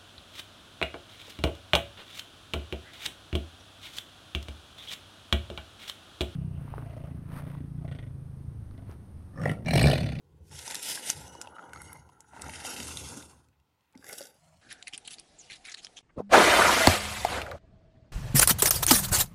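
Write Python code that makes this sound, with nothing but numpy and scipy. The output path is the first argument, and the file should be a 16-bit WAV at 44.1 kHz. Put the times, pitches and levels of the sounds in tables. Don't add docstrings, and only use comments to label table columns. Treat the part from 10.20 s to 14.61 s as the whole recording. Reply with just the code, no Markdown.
import sys
import numpy as np
from scipy import signal
from scipy.fft import rfft, irfft, next_fast_len
from scipy.io import wavfile
from scipy.ndimage import uniform_filter1d, map_coordinates

SR = 44100
rng = np.random.default_rng(int(sys.argv[2]) if len(sys.argv) > 2 else 0)


def transcribe(u):
    v = np.clip(np.atleast_2d(u).T, -1, 1)
    q = np.round(v * 32767).astype(np.int16)
    wavfile.write(sys.argv[1], SR, q)


def nominal_scale(level):
    x = np.asarray(level, float) / 20
    return 10 ** x


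N = 194436
EASY_DB = -50


def unit(x):
    return x / np.sqrt(np.mean(x ** 2) + 1e-20)


def curves(rows):
    s, *cols = np.transpose(rows)
    return [np.interp(np.arange(N) / SR, s, c) for c in cols]


def wobble(rate_hz):
    knots = rng.standard_normal(int(N * rate_hz / SR) + 4)
    return map_coordinates(knots, [np.arange(N) * rate_hz / SR])


def filtered(x, response):
    m = next_fast_len(N + SR // 2)
    return irfft(rfft(x, m) * response(np.fft.rfftfreq(m, 1 / SR)), m)[..., :N]


def colour(points):
    f, db = np.transpose(points)
    return lambda hz: nominal_scale(np.interp(np.log(hz + 1), np.log(f), db))


def modes(rows, lo_hz, hi_hz):
    def ring(f):
        return sum(nominal_scale(db / 2) * 1j * f * w / (c * c - f * f + 1j * f * w)
                   for c, w, db in rows if lo_hz < c < hi_hz)
    return lambda f: ring(f) ** 2 / (1 + (f / hi_hz) ** 8)


def grains(per_s, spread_db, smooth):
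    hit = rng.random(N) < per_s / SR
    size = nominal_scale(spread_db * np.minimum(rng.exponential(size=N), 3))
    contacts = hit * size * rng.standard_normal(N)
    return np.sqrt(1 - smooth) * unit(contacts) + np.sqrt(smooth) * rng.standard_normal(N)


def patchy(x, depth_db):
    _, s, z = signal.stft(x, SR, nperseg=256)

    def field(bins, frames):
        return unit(uniform_filter1d(uniform_filter1d(rng.standard_normal(z.shape), bins, 0), frames, 1))

    buried = (s > 1.04) & (s < 2.1)
    gain_db = depth_db * field(3, 24) + (-0.5 + 2.5 * buried) * field(5, 6)
    return unit(signal.istft(z * nominal_scale(gain_db), nperseg=256)[1][:N])


def dull(x, hidden=True):
    t = np.arange(N) / SR
    deep = hidden * np.clip(np.minimum(t - 1.06, 2.44 - t) / 0.05, 0, 1)

    def shade(top_hz):
        return filtered(x, lambda hz: 1 / (1 + (hz / top_hz) ** 30) ** 0.5)

    return (1 - deep) * shade(12300) + deep * shade(11400)


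# f/Hz, density/dB
QUIET = [(18, -34.5), (30, -13), (58, -11), (230, -11.5), (1110, -10), (1570, -22.5), (3260, -22.5),
         (15700, -42.5)]


def floor():
    return nominal_scale(-76.5) * unit(filtered(rng.standard_normal(N), colour(QUIET)))


def mic_hiss():
    noise = filtered(rng.standard_normal(N), lambda hz: 1 / (1 + (11000 / (hz + 1)) ** 8))
    return nominal_scale(-88 + 1.53 * wobble(8.1)) * unit(noise)


def yard(x):
    t = np.arange(SR // 8) / SR
    tail = rng.standard_normal(len(t)) * nominal_scale(-60 * t / 0.08)
    return x + nominal_scale(-13) * signal.fftconvolve(x, tail / np.linalg.norm(tail))[:N]


def near_wall(x):
    def answer(f):
        delay = np.exp(-2j * np.pi * f * 0.00172)
        return -0.55 * delay / (1 + (f / 2500) ** 2) / (1 + (800 / (f + 1)) ** 4)
    digging = np.arange(N) / SR < 3.7
    return x + filtered(x, answer) * digging


WAITING = [245, 590, 585, 1260]
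ENTERING = [1136, 1136, 1136, 3100, 4390, 6761]
DEEP = [1070, 1750, 2500, 2500, 5170, 5900, 5900, 7800]
RISING = [1070, 2480, 3300, 3450, 4020, 4450, 5130, 6380, 7220, 7700, 8260, 9100, 10000]
CLEAR = [1790, 2566, 2970, 3200, 3790, 4240, 4800, 5930, 7150]
TIPPED = [1040, 1040, 1836, 2450, 2300, 3090, 4220, 4220, 4220, 4960, 6180, 7000, 8450, 9040]
RESTING = [570, 573, 1180, 1205, 8100]
EMPTY = [430, 430, 1530, 3730, 9700]
# from t/s, dips f/Hz, width/Hz, depth/dB
SPOTS = [
    (0, WAITING, 160, -10),
    (0.26, WAITING[:1] * 2 + ENTERING, 250, -5),
    (0.46, ENTERING, 250, -5),
    (1.2, DEEP, 220, -10),
    (1.88, RESTING, 220, -10),
    (2.12, RISING, 230, -15),
    (2.6, CLEAR, 200, -11),
    (3.12, [600, 2100], 500, -5),
    (3.75, TIPPED, 280, -11),
    (4.09, EMPTY, 200, -8),
]


def paths(x):
    t, out = np.arange(N) / SR, 0
    for start, dips, w, db in SPOTS:
        def dip(f):
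            return np.prod([1 - (1 - nominal_scale(db)) * 1j * f * w / (c * c - f * f + 1j * f * w) for c in dips], axis=0)
        fade = np.clip((t - start) / 0.13, 0, 1) if start else 1
        out = out * (1 - fade) + fade * filtered(x, dip)
    return out


def knocks(rows):
    out, t = np.zeros(N + SR), np.arange(SR // 8) / SR
    chance = rng.random((len(rows), 2))
    for (s, db, hz), (a, b) in zip(rows, chance):
        cycles = max(35 * (hz / 1000) ** 0.48, 4)
        partial = np.sin(2 * np.pi * (hz * (0.65 + 0.0684 * a) * t + b))
        ring = np.sin(2 * np.pi * hz * t) + 0.34 * partial
        ring = ring * nominal_scale(-60 * t * hz / cycles) * (1 - np.exp(-t * hz / 0.22))
        out[round(s * SR):][:len(t)] += nominal_scale(db) * ring / np.abs(ring).max()
    return out[:N]


# t/s, peak/dB, ring f/Hz
LANDINGS = [
    (3.751, -50.5, 2095),
    (3.755, -42.5, 258),
    (3.793, -49.5, 270),
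    (3.826, -49.5, 1650),
    (3.843, -42.5, 1660),
    (3.927, -48, 1700),
    (3.896, -36, 2120),
    (4.008, -34.5, 556),
]


def clods_landing():
    return knocks(LANDINGS)


# t/s, peak/dB, ring f/Hz
CLODS = [(0.329, -47, 840), (0.477, -37.5, 903), (0.544, -34, 1790), (0.775, -32.5, 1630),
         (0.899, -32.5, 1433), (1.151, -40, 983), (1.213, -39.5, 1440), (1.272, -38, 878),
         (1.366, -39, 1260), (1.384, -35.5, 1380), (1.393, -34, 1344), (1.5335, -34.5, 1483),
         (1.56, -35.5, 1300), (1.573, -41, 1360), (1.616, -40, 1390), (1.893, -48, 990), (2.001, -52, 856),
         (2.134, -41, 900), (2.164, -40, 910), (2.195, -41, 873), (2.24, -35, 1380), (2.288, -34.5, 900),
         (2.448, -34, 795), (2.601, -34.5, 245), (2.973, -40, 292), (3.01, -44, 1480), (3.132, -52, 1060)]


def clods_on_scoop():
    return knocks(CLODS)


def snaps(rows, t60_s, tick_share):
    out, t = np.zeros(N + SR), np.arange(SR // 30) / SR
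    f = np.fft.rfftfreq(len(t), 1 / SR)
    noise = rng.standard_normal((len(rows), len(t)))
    hold_s = 0.0012
    crackle = nominal_scale(-60 * np.maximum(t - hold_s, 0) / t60_s) + 0.047 * nominal_scale(-60 * t / 0.071)
    envelope = (1 - np.exp(-t / 0.0004)) * crackle
    click = tick_share * 5 * np.exp(-((t - 0.0006) / 0.00003) ** 2)
    low = 0.23 * (1j * f / (1500 + 1j * f)) ** 2 / (1 + 1j * f / 5000) ** 2
    for (s, db, hz, top_db), n in zip(rows, noise):
        top = nominal_scale(top_db + 11.5) * (1j * f / (6000 + 1j * f)) ** 2 / (1 + 1j * f / 8500) ** 3
        peak = 1j * f * 0.33 * hz / (hz * hz - f * f + 1j * f * 0.24 * hz)
        snap = irfft(rfft(n * envelope + click) * (top + low + peak), len(t))
        out[round(s * SR):][:len(t)] += nominal_scale(db - 2.5) * snap / np.abs(snap).max()
    return out[:N]


# t/s, peak/dB, colour f/Hz, brightness/dB
PEBBLES = [(3.2854, -56, 2570, -2.5), (3.3993, -59.5, 2730, -21), (3.608, -60.5, 3300, -25.5),
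           (3.725, -58, 8150, -8), (3.753, -53, 2750, -30.5), (3.7754, -43, 4770, -23),
           (3.8257, -53, 7300, -9), (3.8432, -32.5, 5570, 9), (3.8657, -34, 5340, 13),
           (3.89, -29, 10400, -6), (3.9274, -27.5, 4850, -12), (3.9305, -25.5, 8900, -14),
           (3.9375, -27, 4930, -25), (3.9838, -21, 10300, 19), (4.0064, -28.5, 4900, -14),
           (4.0258, -30, 5200, -8), (4.0533, -34, 5300, -20), (4.0694, -30, 7000, 16)]
# t/s, peak/dB, colour f/Hz, brightness/dB
SCATTER = [(3.731, -55, 3360, -20.5), (3.811, -54, 3360, -18), (3.8562, -43, 11070, -20),
           (3.9, -49, 2180, -13), (3.9044, -37, 10380, -20), (3.9601, -43, 11110, -20),
           (3.995, -32, 7190, -19), (4.0146, -27, 4780, -18), (4.0355, -33, 6550, -20),
           (4.0565, -36, 5740, -18.5), (4.0831, -45, 10900, -20), (4.1056, -50, 10160, -20),
           (4.1431, -51, 10420, -22), (4.1649, -55, 4780, -20)]


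def pebbles():
    return snaps(PEBBLES, t60_s=0.01, tick_share=0.45) + nominal_scale(-2.5) * snaps(SCATTER, t60_s=0.013, tick_share=0.15)


# t/s, peak/dB, colour f/Hz, brightness/dB
FILM = [(0.478, -19.5, 5900, -49), (0.5097, -18.5, 2180, -10), (0.5215, -23, 2980, -26),
        (0.5452, -18, 9200, -4), (0.5537, -13.5, 3500, 4), (0.5648, -26, 7500, -6),
        (0.8759, -24, 6000, -22), (0.9007, -6.5, 6500, -13), (1.0786, -32.5, 6500, -18),
        (1.1513, -36, 5270, -18.5), (1.2141, -20.5, 6500, -16), (1.273, -33.5, 2860, -26),
        (1.5331, -29.5, 2750, -6), (1.5603, -41, 4400, -18), (1.6181, -29, 10000, -15),
        (1.7297, -27.5, 10300, -36), (1.89, -47, 2830, -8), (2.0053, -33.5, 6800, -23),
        (2.134, -50, 2760, -31), (2.165, -45, 2900, -27), (2.195, -39, 2390, -26),
        (2.2193, -17.5, 7440, -4), (2.243, -33, 5300, -19), (2.3364, -26.5, 2670, -32),
        (2.3575, -45, 2980, -25), (2.4498, -20.5, 2830, -23), (2.5637, -23, 2840, -29),
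        (2.6018, -20, 2870, -11), (2.6699, -25, 2620, -35), (2.7714, -16.5, 3430, -14)]
# t/s, peak/dB, colour f/Hz, brightness/dB
CRACKLES = [(0.2939, -46, 6550, -20), (0.3126, -47, 3450, -20), (0.321, -49, 3530, -20),
            (0.3894, -25.5, 5470, -20), (0.395, -30, 3470, -20), (0.499, -28, 6720, -20),
            (0.5023, -23, 4090, -20), (0.6277, -21, 10030, -22), (0.8764, -24, 6200, -17),
            (0.9308, -32, 3400, -20), (1.2204, -28.5, 5560, -22), (1.2471, -44, 2930, -20),
            (1.2577, -43, 2840, -20), (1.289, -48, 5640, -20), (1.3663, -55, 2840, -25),
            (1.3854, -50, 2970, -24), (1.3953, -48, 2800, -23), (1.4255, -46, 2880, -21.5),
            (1.4396, -45, 2880, -20), (1.4934, -45.5, 2200, -28), (1.573, -38, 2200, -22),
            (1.5909, -53, 10290, -20), (1.6334, -42, 10080, -20), (1.7017, -53, 9560, -20),
            (1.7212, -46, 10120, -20), (1.771, -41.5, 9530, -22), (1.8961, -53, 2890, -18),
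            (1.9567, -72, 2670, -22), (2.0917, -64.5, 6140, -14), (2.1507, -47, 6500, -20),
            (2.2145, -29, 9100, -20), (2.2815, -31, 6500, -18), (2.2941, -24.5, 2240, -25),
            (2.4029, -40, 9390, -20), (2.4562, -22, 4860, -22), (2.4646, -21, 6850, -20),
            (2.5502, -30, 9860, -20), (2.6255, -30, 6400, -23), (2.6294, -24, 5000, -20),
            (2.6424, -38, 9520, -20), (2.6795, -27, 5100, -23), (2.6898, -31, 2500, -20),
            (2.7041, -44, 9220, -20), (2.7427, -36, 9040, -20), (2.9726, -29, 7620, -18),
            (3.0247, -33, 3490, -20), (3.0447, -47, 10030, -20)]


def bag_film():
    return snaps(FILM, t60_s=0.009, tick_share=0.8) + nominal_scale(-2.5) * snaps(CRACKLES, t60_s=0.013, tick_share=0.15)


# f/Hz, width/Hz, level/dB
SCOOP = [(243, 310, 8), (513, 140, 4), (919, 400, -1), (1380, 300, -19), (2160, 6400, -8.5),
         (2980, 210, 6.5), (3500, 520, 5), (4498, 470, 1), (5100, 2600, -12.5), (5400, 1500, -21.5),
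         (6450, 400, -5.5), (7450, 580, -2), (8900, 1500, -8), (10780, 5100, 0.5)]
BURIED = [(183, 43, -13), (303, 210, -3.5), (506.5, 160, -1.5), (984, 650, 20.5), (1380, 73, -3.5),
          (2140, 160, -11.5), (2923, 130, -4.5), (3300, 66, -18.5), (5440, 410, -17.5), (5950, 140, 3),
          (6170, 160, -24), (6700, 210, -4), (8050, 310, -8.5), (10000, 1200, -7)]
TWISTED = [(186, 52, -13), (306, 210, -1), (510, 180, -3), (964, 360, 18), (1380, 130, 1), (2116, 150, -11),
           (2897, 100, -3), (4400, 300, -13.5), (5630, 250, -4), (6560, 270, 0), (8200, 400, -10),
           (9300, 680, -7), (10200, 560, -8), (11300, 600, -14.5)]
PAUSED = [(300, 230, 1), (446, 210, -4.5), (900, 490, 0.5), (1310, 120, -2), (2010, 380, 0), (2900, 400, 0),
          (3560, 700, -3.5), (5900, 500, -1), (6740, 500, 1), (8500, 900, -3), (10000, 1300, 2)]
LOADED = [(270, 120, 5), (508, 120, 0), (906, 600, 0), (1380, 440, -15.5), (2300, 1600, -8),
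          (2800, 680, 7.5), (3500, 140, 3.5), (4400, 700, 2.5), (5300, 1700, -4.5), (6500, 600, -12),
          (7300, 700, -6), (8900, 2000, -2), (10480, 4200, -9.5)]
PLANTER = [(260.6, 97, -18), (540, 300, 2), (860, 220, -12.5), (1540, 190, -13.5), (1870, 940, -4.5),
           (2730, 1400, -15), (3730, 261, -12), (4810, 540, 12.5), (5630, 360, -10), (6560, 600, -15.5),
           (7600, 1200, -13.5), (8980, 1400, -16.5), (10300, 1500, 2.5)]
SETTLING = [(161, 25, 4.5), (332, 120, -28.5), (670, 170, 7), (934, 130, -15), (1300, 200, -12.5),
            (2160, 980, -21), (2990, 1400, -13.5), (4270, 530, -11), (5200, 1700, -9.5), (7500, 3700, 5),
            (10000, 1400, -17)]
# from t/s, resonances (f/Hz, width/Hz, level/dB), uncoloured rustle share/0-1
STAGES = [
    (0, SCOOP, 0.55),
    (1.04, BURIED, 0.1),
    (1.5, TWISTED, 0.16),
    (1.87, PAUSED, 0.09),
    (2.101, LOADED, 0.54),
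    (3.7, PLANTER, 0.1),
    (4.169, SETTLING, 0.06),
]


def shell(x, lo_hz, hi_hz):
    t, out = np.arange(N) / SR, 0

    def band(f):
        return 1 / (1 + (f / hi_hz) ** 8) / (1 + (lo_hz / (f + 1)) ** 8)

    rustle = unit(filtered(x[::-1], band))
    for start, body, share in STAGES:
        fade = np.clip((t - start) / 0.05, 0, 1) if start else 1
        ring = unit(filtered(x, modes(body, lo_hz, hi_hz)))
        mixed = np.sqrt(1 - share) * ring + np.sqrt(share) * rustle
        out = out * (1 - fade) + fade * mixed
    return out


# t/s, level/dB
SLIDE = [
    [(0.22, -91), (0.295, -75), (0.316, -53), (0.492, -43.5), (0.58, -48), (0.716, -37.5), (0.82, -48.5),
     (0.898, -39), (0.944, -48.5)],
    [(1.108, -58.5), (1.204, -62), (1.3, -68), (1.5, -70.5), (1.63, -53), (1.74, -66.5), (1.79, -64.5),
     (1.84, -76), (2.046, -75.5)],
    [(2.198, -58), (2.358, -46), (2.434, -50), (2.454, -41.5), (2.596, -42.5), (2.966, -48), (3.064, -56),
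     (3.15, -67), (3.26, -82.5)],
    [(3.36, -100), (3.72, -90.5), (3.812, -73), (3.896, -60.5), (3.978, -60), (4.068, -66), (4.094, -69),
     (4.21, -75), (4.409, -78.5)],
]
# t/s, level/dB
PRESS = [
    [(0.1, -80.5), (0.29, -80), (0.314, -53.5), (0.464, -53), (0.508, -46), (0.644, -55.5), (0.702, -51),
     (0.802, -51), (0.952, -54)],
    [(1.212, -49.5), (1.33, -52.5), (1.41, -49), (1.57, -51), (1.676, -55.5), (1.73, -49.5), (1.824, -62),
     (2.05, -61.5), (2.1, -60.5)],
    [(2.14, -49.5), (2.284, -44.5), (2.404, -49), (2.478, -44.5), (2.86, -52.5), (2.94, -48), (3.098, -61),
     (3.3, -78.5), (3.45, -95.5)],
    [(3.72, -86), (3.75, -59), (3.784, -66.5), (3.932, -49), (3.97, -61), (4.002, -53.5), (4.146, -65.5),
     (4.338, -62.5), (4.409, -68)],
]


def effort(strokes):
    return curves(np.concatenate(strokes))[0] - EASY_DB


# from t/s, lower hiss/dB, dust/dB, hollow body/dB, rim/dB
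GRIPS = [(0.0, -4, 26, 21.5, 16), (0.289, -4, -69, 2.5, -4), (0.6, -3.5, -20.5, 2, -1.5),
         (1.04, -1, -10, -0.5, -14), (1.5, -9, -21, -4.5, 2.5), (1.87, -11, -12, -3, -2.5),
         (2.1, -3, -30, -2, -5), (2.45, -3.5, -38, 3.5, -18), (2.85, -5.5, -25, 4.5, -23),
         (3.298, 3, 20.5, -1, 46), (3.722, -6.5, 12.5, 3, 15), (4.12, -3.5, 6, 1, 8)]


def grip():
    regrip_s, rows = 0.031, []
    for (s, *now), (_, *old) in zip(GRIPS, GRIPS[:1] + GRIPS):
        rows += [(s, *old), (s + regrip_s, *now)]
    return [EASY_DB + db for db in curves(rows)]


# t/s, peak/dB, rise/s, fall/s (both over 20 dB)
HEAVES = [(0.178, -46.5, 0.15, 0.31), (0.32, -43.5, 0.031, 0.19), (0.55, -56.5, 0.09, 0.06),
          (0.42, -63, 0.1, 0.092), (0.96, -41, 0.03, 0.26), (1.28, -60, 0.19, 0.17),
          (1.57, -46.5, 0.11, 0.43), (1.659, -54, 0.11, 0.56), (1.78, -55, 0.2, 0.19),
          (2.26, -45.5, 0.15, 0.42), (2.68, -44, 0.14, 0.31), (2.834, -44.5, 0.26, 0.34),
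          (3.02, -61, 0.13, 0.59), (3.17, -65, 0.11, 0.18), (3.4, -73.5, 0.2, 0.37),
          (3.77, -62.5, 0.056, 0.17), (4.25, -69, 0.35, 0.22), (4.39, -62, 0.17, 0.11)]


def heave():
    t, power = np.arange(N) / SR, 0
    for s, db, rise_s, fall_s in HEAVES:
        away = np.maximum((s - t) / rise_s, (t - s) / fall_s)
        power = power + nominal_scale(db - 20 * away) ** 2
    return np.sqrt(power)


# f/Hz, width/Hz, level/dB
BED = [(66.96, 160, -14), (75.4, 11, 1), (113, 140, -5)]


def mass(slip):
    slide, press, bed = effort(SLIDE), effort(PRESS), heave()
    _, _, body_db, rim_db = grip()
    crumbs = grains(900, spread_db=2.0, smooth=0.45)
    drumming_db = 0.57 * slip + 1.3 * wobble(45)
    ring = nominal_scale(EASY_DB + press + drumming_db) * patchy(shell(crumbs, lo_hz=600, hi_hz=1800), depth_db=1.5)
    rim_level = nominal_scale(rim_db + 0.86 * slide + press + drumming_db)
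    rim = rim_level * patchy(shell(crumbs, lo_hz=1800, hi_hz=2400), depth_db=2.0)
    lumps = grains(300, spread_db=2.5, smooth=0.6)
    body = unit(nominal_scale(1.5 * wobble(30)) * shell(lumps, lo_hz=140, hi_hz=600))
    shaken = np.hypot(nominal_scale(body_db + 0.98 * press - 3.5), nominal_scale(-11) * bed)
    rumble = unit(filtered(rng.standard_normal(N), modes(BED, lo_hz=20, hi_hz=200)))
    return ring + rim + shaken * body + bed * rumble


# f/Hz, density/dB
HISS = [(2350, -24.5), (4000, -13), (4770, 2.5), (6420, 4), (8550, -14), (10400, 3.5), (11500, -45.5),
        (15000, -54)]
# f/Hz, density/dB
DUST = [(6940, -1.5), (11800, 0.5), (13500, -3), (15700, -18.5)]


def grit(slip):
    slide = effort(SLIDE)
    low_db, dust_db, _, _ = grip()
    rub = grains(4000, spread_db=2.5, smooth=0.55)
    bright = unit(0.45 * unit(filtered(rub, colour(HISS))) + shell(rub, lo_hz=4500, hi_hz=12000))
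    hiss = nominal_scale(EASY_DB + slide + 1.1 * slip) * patchy(bright, depth_db=3.0)
    low = nominal_scale(low_db + slide + 1.9 * slip) * patchy(shell(rub, lo_hz=2400, hi_hz=4500), depth_db=2.5)
    dust_level = nominal_scale(dust_db + 1.83 * slide + 1.7 * slip)
    dust = dust_level * patchy(filtered(rub, colour(DUST)), depth_db=2.2)
    return dull(hiss + low) + nominal_scale(7.5) * dust


def scene():
    slip_db = 0.7 * wobble(27.39) + 1.4 * wobble(70)
    rubbing = grit(slip_db) + nominal_scale(-3) * mass(slip_db)
    clicks = dull(yard(bag_film() + pebbles()), hidden=False)
    reflected = paths(near_wall(clicks + rubbing + floor()))
    return (reflected + clods_on_scoop() + clods_landing() + mic_hiss())[None]


# from t/s, to t/s, from f/Hz, to f/Hz
STARVED = [(0.385, 0.465, 12700, 14300), (0.465, 0.59, 12900, 17000), (0.59, 0.66, 14400, 15200),
           (0.78, 0.89, 15400, 17000), (0.94, 1.08, 14600, 17000), (1.12, 1.2, 12800, 14000),
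           (1.23, 1.29, 12200, 14000), (1.6, 1.69, 12500, 13000), (2.33, 2.4, 12000, 13600),
           (2.4, 2.54, 13200, 13800), (2.555, 2.765, 13400, 17000), (2.79, 3.1, 13000, 14400),
           (2.99, 3.08, 14400, 17000), (4.0, 4.12, 15200, 17000)]


def starve(x):
    hz, s, z = signal.stft(x, SR, nperseg=512)
    for start, end, lo_hz, hi_hz in STARVED:
        band = (hz[:, None] > lo_hz) & (hz[:, None] < hi_hz)
        z = z * ~(band & (s > start) & (s < end))
    return signal.istft(z, nperseg=512)[1][..., :N]


def roll_off(x):
    return signal.sosfilt(signal.butter(12, 16650, fs=SR, output="sos"), x)


def record(dry):
    def response(hz):
        return (hz < 15900) * (hz / 55) ** 3 / (1 + (hz / 55) ** 6) ** 0.5
    mix = starve(filtered(dry, response))
    return roll_off(mix)


dry = scene()
out = record(dry)
transcribe(out)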